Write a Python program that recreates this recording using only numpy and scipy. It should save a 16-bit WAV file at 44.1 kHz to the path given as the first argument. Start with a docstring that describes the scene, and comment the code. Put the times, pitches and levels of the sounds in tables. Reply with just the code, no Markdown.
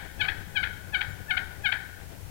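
"""Turkey yelps at the wood's edge

A wild turkey yelps in an even run; the first call is over before the start, so only its echoes are heard.
Each yelp is a thin whistle that breaks into a loud reedy note, flutters softly and ends in a rising chirp,
all pulses of the syrinx coloured by the throat. Delayed dull copies and decaying noise make the wood's echo.
A songbird peeps once far off, a gliding sine. Shaped noise makes the wind rumble on the microphone, which
feeds the left channel only, the faint air in the trees, and the preamp hiss of both channels."""
import sys
import numpy as np
from scipy import signal
from scipy.fft import rfft, irfft
from scipy.io import wavfile
from scipy.ndimage import uniform_filter1d

SR = 44100
rng = np.random.default_rng(int(sys.argv[2]) if len(sys.argv) > 2 else 0)


def dump(signal):
    """Clip the signal to [-1, 1] and save it as 16-bit WAV at the path in sys.argv[1]."""
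    limited = np.clip(np.atleast_2d(signal).T, -1, 1)
    pcm = np.round(limited * 32767).astype(np.int16)
    wavfile.write(sys.argv[1], SR, pcm)


N = 101429


def amp(db):
    """Decibels to gain."""
    return 10 ** (np.asarray(db) / 20)


def unit(x):
    """Scales to rms 1."""
    return x / np.sqrt(np.mean(x ** 2) + 1e-20)


def read(points, hz):
    """Reads a spectrum table on a log-frequency axis."""
    f, value = np.transpose(points)
    return np.interp(np.log(hz + 1), np.log(f + 1), value)


def add(mix, s, sound):
    """Mixes a sound in at time s, in seconds."""
    part = mix[max(round(s * SR), 0):][:len(sound)]
    part += sound[:len(part)]


def colour(x, points):
    """Filters by a spectrum table."""
    gain = amp(read(points, np.fft.rfftfreq(len(x), 1 / SR)))
    return irfft(rfft(x) * gain, len(x))


def noise(points):
    """Steady noise of a given spectrum, at rms 1."""
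    return unit(colour(rng.standard_normal(N), points))


def drift(rate_hz):
    """Smooth random wander at rms 1, falling away steeply above the given rate."""
    hz = np.fft.rfftfreq(N, 1 / SR)
    return unit(irfft(rfft(rng.standard_normal(N)) / (1 + (hz / rate_hz) ** 4), N))


def turkey():
    """Every yelp with its chirp; the bird moves, so the wood answers each one differently."""
    # The yelps. Each row: time of the voice break in s, whistle before it in s, fall in s,
    # whistle pitch in Hz, low pitch in Hz, whistle level in dB re the note, note level in dB,
    # hold in s, soft ending in dB re the note, its roughness 0-1, brightness in dB per octave,
    # send into the wood in dB.
    yelp_rows = [(-.15, .015, 0.021, 861, 731, -6, -17, 0.0062, -17, 0.2, 4, -2),
                 (.209, 0.018, 0.009, 862.4, 740.7, 0, -21.5, 0.0068, -7, 0.57, 3, 3),
                 (0.56, 0.012, 0.017, 845, 744.7, -2.5, -21.5, 0.0036, -16, .1, 2.5, 3),
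                 (0.936, .014, .018, 869.4, 733.7, -6, -20, 0.007, -7, 0, -0.5, 2.5),
                 (1.302, .024, 0.01314, 886.5, 715.5, -6.5, -19, 0.004, -9.5, 0.03, 0, 0.5),
                 (1.649, .014, 0.01916, 845.7, 724.4, -3, -19, 0.0051, -6.5, 0.08, 0, 1)]
    # The closing chirps. Each row: start in s, length before the flick in s, first pitch in Hz,
    # last pitch before the flick in Hz, level in dB, send into the wood in dB.
    chirp_rows = [(-.07, .012, 779, 922, -20.5, -1), (0.2852, 0.00556, 808, 885, -18, 1),
                  (0.63, .013, 721.5, 850, -23, 3), (1.010, 0.008, 744, 862, -21.5, 1.5),
                  (1.37, .012, 719.5, 862, -22, 1), (1.721, 0.0087, 753, 882, -19.5, 1.5)]
    lead_s = .3  # room for the call that comes before the start
    lead = round(lead_s * SR)
    out = np.zeros(N + lead)
    for yelp_row, chirp_row in zip(yelp_rows, chirp_rows):
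        sent = np.zeros(N + lead)
        for note, (*row, sent_db) in ((yelp, yelp_row), (chirp, chirp_row)):
            start, sound = note(*row)
            add(out, start + lead_s, sound)
            add(sent, start + lead_s, amp(sent_db) * sound)
        out += woods(sent)
    return out[lead:]


# The whistle grows and lifts (share of its pitch); full voice comes part way down the fall.
ONSET_DB, WHISTLE_RISE, SWELL_SHARE = -18, 0.037, 0.68
REBOUND_S, REBOUND_HZ = .016, 776.4  # after the low note the pitch springs back
# Then it sags softly and stops; the length counts from the voice break.
END_HZ, SAG_DB, CLOSE_DB, RELEASE_S, LENGTH_S = 763.5, -6, -25, 0.011, .063
WHISTLE_PURITY = .85  # a fainter whistle is purer: dB per octave for each dB
BREAK_TILT_DB, NOTE_TILT_DB, SOFT_TILT_DB = 2, -1.5, -4  # brightness along the yelp, per octave
# A second oscillation of the syrinx shakes the soft ending.
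FLUTTER_HZ, FLUTTER_DEPTH, FLUTTER_RISE_S = 300.3, 0.61, 0.013


def yelp(at, lead, fall, high_hz, low_hz, whistle_db, note_db, hold, soft_db, soft_rough, bright_db):
    """A whistle breaks down to the loud note, springs back, and dies in a soft, dull flutter."""
    full = fall * SWELL_SHARE
    hold_end = fall + hold
    back = fall + REBOUND_S
    t = np.arange(-lead, LENGTH_S, 1 / SR)  # zero at the voice break
    hz = np.interp(t, [-lead, 0, fall, hold_end, back, LENGTH_S],
                   [high_hz * (1 - WHISTLE_RISE), high_hz, low_hz, low_hz, REBOUND_HZ, END_HZ])
    smooth_hz = uniform_filter1d(hz, size=160)
    effort_db = np.interp(
        t, [-lead, 0, full, hold_end, back, LENGTH_S - RELEASE_S, LENGTH_S],
        [whistle_db + ONSET_DB, whistle_db, 0, 0, soft_db, soft_db + SAG_DB, CLOSE_DB])
    tilt_db = bright_db + np.interp(
        t, [0, full, hold_end, back],
        [WHISTLE_PURITY * whistle_db, BREAK_TILT_DB, NOTE_TILT_DB, SOFT_TILT_DB])
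    unsteady = np.clip((t - back) / FLUTTER_RISE_S, 0, 1)
    flutter = 1 + FLUTTER_DEPTH * unsteady * np.cos(2 * np.pi * FLUTTER_HZ * t)
    sung = voice(smooth_hz, effort_db, soft_rough * unsteady, tilt_db)
    return at - lead, amp(note_db) * flutter * sung


CHIRP_ATTACK_S, CHIRP_ONSET_DB, CHIRP_END_DB = .004, -11.5, 2.5  # end level before the flick
CHIRP_BEND, CHIRP_ROUGH, CHIRP_TILT_DB = 2.4, .1, -1.14  # curve power, roughness 0-1, dB per octave
FLICK_S, FLICK_HZ, FLICK_BEND, FLICK_DB, FLICK_END_DB = 0.01262, 2196, 1.145, -9, -3


def chirp(start, length, first_hz, last_hz, level_db):
    """The short closing note bends upward, then flicks up by more than an octave as it cuts off."""
    t = np.arange(-CHIRP_ATTACK_S, length + FLICK_S, 1 / SR)
    bend = np.clip(t / length, 0, 1) ** CHIRP_BEND
    flick = np.clip((t - length) / FLICK_S, 0, 1) ** FLICK_BEND
    hz = first_hz + (last_hz - first_hz) * bend + (FLICK_HZ - last_hz) * flick
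    effort_db = np.interp(t, [t[0], .001, length, length + FLICK_S / 4, t[-1]],
                          [CHIRP_ONSET_DB, 0, CHIRP_END_DB, FLICK_DB, FLICK_END_DB])
    return start - CHIRP_ATTACK_S, amp(level_db) * voice(hz, effort_db, CHIRP_ROUGH, CHIRP_TILT_DB)


DULL_DB_PER_OCTAVE, DULL_PIVOT_HZ = 0.76, 1670  # treble lost above the pivot for each dB of lower effort
JITTER, ROUGH_JITTER, JITTER_HZ = .005, 0.065, 497  # pitch shake as a share of pitch, and its rate
RASP_DB, ROUGH_RASP = -28, .9  # breath always there, and gain added by full roughness
THROAT_LAG = 0.094  # radians: upper harmonics lag, which spreads each pulse


def voice(hz, effort_db, rough, tilt_db):
    """Syrinx pulses through the throat; soft notes are duller, rough ones jitter and turn to rasp."""
    # Throat and open bill. Each row: frequency in Hz, level of a harmonic there in dB.
    throat = [(600, -29), (740, -22.5), (880, -14.5), (1230, -13.5), (1500, -1), (1750, -1.5), (2200, 1),
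              (2500, -3), (2850, -10.5), (3130, -1.5), (3550, -9.5), (3830, -14), (4150, -18.5),
              (4400, -20.5), (5000, -34.5), (5900, -49.5), (7500, -42)]
    hz = hz * (1 + (JITTER + ROUGH_JITTER * rough) * drift(JITTER_HZ)[:len(hz)])
    phase = 2 * np.pi * np.cumsum(hz) / SR
    k = np.arange(1, 10)[:, None]  # harmonic numbers
    octaves_over_pivot = np.log2(np.maximum(k * hz / DULL_PIVOT_HZ, 1))
    dull_db = DULL_DB_PER_OCTAVE * effort_db * octaves_over_pivot
    dull_db = dull_db + tilt_db * np.log2(np.maximum(k / 2, 1))  # tilt starts above the second harmonic
    harmonics = amp(read(throat, k * hz) + dull_db) * np.cos(k * phase - THROAT_LAG * k ** 2)
    tone = harmonics.sum(0)
    rasp_gain = amp(RASP_DB) + ROUGH_RASP * rough
    rasp = rasp_gain * noise(throat)[:len(hz)] * (1 + np.cos(phase))  # breath pulses with the pitch
    return (tone + rasp) * amp(effort_db) * signal.windows.tukey(len(hz), .08)


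def woods(x):
    """Dull slaps off the nearest trunks, quick scatter from the brush, a long tail from the wood."""
    # Echoes off the nearest trunks. Each row: delay in s, level in dB.
    trunks = [(0.011, -32.5), (.021, -9.5), (.033, -9)]
    # Scatter of the brush. Each row: frequency in Hz, level in dB.
    brush = [(700, -3), (1200, -13.5), (1500, -9), (1800, -6), (2300, -16), (3200, -12), (5000, -9.5)]
    # Scatter of the deep wood. Each row: frequency in Hz, level in dB.
    deep_wood = [(700, -4), (1200, -10), (1420, -2.5), (1505, -4.5), (1590, -15), (1850, -4.5), (2400, -20),
                 (3200, -17.5), (5000, -4)]
    # Decay of the deep wood. Each row: frequency in Hz, time to fall by 60 dB in s.
    deep_wood_t60 = [(700, 0.94), (1550, 0.93), (2300, 0.69), (3200, 0.92), (5000, 0.37)]
    out = scatter(x, brush, [(1000, 0.15)], rise_s=0.0046)  # one decay time, 0.15 s, for all bands
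    out = out + scatter(x, deep_wood, deep_wood_t60, rise_s=0.024)
    trunk_edge_hz = 1790
    dull = signal.sosfilt(signal.butter(4, trunk_edge_hz, fs=SR, output="sos"), x)
    for delay, db in trunks:
        add(out, delay, amp(db) * dull)
    return out


def scatter(x, points, t60_points, rise_s):
    """Countless small echoes, as noise that builds up and dies, each band at its own speed."""
    hz, t, z = signal.stft(rng.standard_normal(SR), SR, nperseg=256)
    fade = amp(-60 * t / read(t60_points, hz)[:, None]) * np.minimum(t / rise_s, 1) ** 2
    fade /= np.sqrt(SR * np.mean(fade ** 2, 1, keepdims=True))  # equal energy in every band
    band_gain = amp(read(points, hz))[:, None]
    tail = signal.istft(z * fade * band_gain, SR, nperseg=256)[1]
    return signal.fftconvolve(x, tail)[:len(x)]


def songbird():
    """One faint, mostly falling peep: a gliding sine, smeared by the wood."""
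    # The peep, far off. Each row: time in s, pitch in Hz, level in dB.
    peep = [(1.084, 7530, -70), (1.096, 7500, -54), (1.108, 7200, -57), (1.12, 6740, -59),
            (1.138, 6900, -66)]
    at, hz, db = np.transpose(peep)
    t = np.arange(at[0], at[-1], 1 / SR)
    phase = 2 * np.pi * np.cumsum(np.interp(t, at, hz)) / SR
    out = np.zeros(N)
    add(out, at[0], amp(np.interp(t, at, db)) * np.sin(phase))
    return out + woods(out)


WIND_DB, AIR_DB = -40, -48.5  # levels before gusts and sway
WIND_SWAY_DB, AIR_SWAY_DB = 1, 2.47  # rms of the random level sway


def wind():
    """Lumpy rumble with a few gusts and a closing lull, over the faint air in the trees."""
    # Wind on the microphone. Each row: frequency in Hz, relative level in dB per Hz.
    rumble_spectrum = [(10, -6), (25, -10), (45, -9), (62, -0.5), (76, -4.5), (93, 0.5), (115, -8.5),
                       (170, -9.5), (250, -22.5), (500, -26.5), (2000, -52.5)]
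    # Far air in the trees. Each row: frequency in Hz, relative level in dB per Hz.
    air_spectrum = [(100, -0.5), (300, -1), (500, -2.5), (800, -2.5), (1150, -12), (1600, -7.5),
                    (2400, -10), (4000, -20.5), (15000, -34)]
    # Gusts, and a lull where negative. Each row: centre in s, width in s, level change in dB.
    gusts = [(0.329, 0.037, 3.5), (1.099, 0.012, 8), (1.209, 0.012, 9), (1.61, 0.031, 4),
             (1.92, 0.18, -2.5)]
    t = np.arange(N) / SR
    gust_db = sum(db * np.exp(-((t - at) / width) ** 2) for at, width, db in gusts)
    rumble = noise(rumble_spectrum) * amp(WIND_DB + gust_db + WIND_SWAY_DB * drift(19))
    air = noise(air_spectrum) * amp(AIR_DB + AIR_SWAY_DB * drift(9.7))
    return rumble + air


def scene():
    """One microphone, on the left channel; the right is empty."""
    return np.array([turkey() + songbird() + wind(), np.zeros(N)])


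def record(dry):
    """Each channel adds its own preamp hiss; then the band limit."""
    # Preamp hiss. Each row: frequency in Hz, relative level in dB per Hz.
    hiss_spectrum = [(20, 13.5), (120, 8.5), (400, 5.5), (1000, 1), (2000, 0), (15000, -0.5)]
    hiss_db, edge_hz = -52, 15900
    hiss = amp(hiss_db) * np.array([noise(hiss_spectrum), noise(hiss_spectrum)])
    lowpass = signal.firwin(511, edge_hz, window=("kaiser", 9), fs=SR)
    return signal.oaconvolve(dry + hiss, lowpass[None], "same")


dry = scene()
out = record(dry)
dump(out)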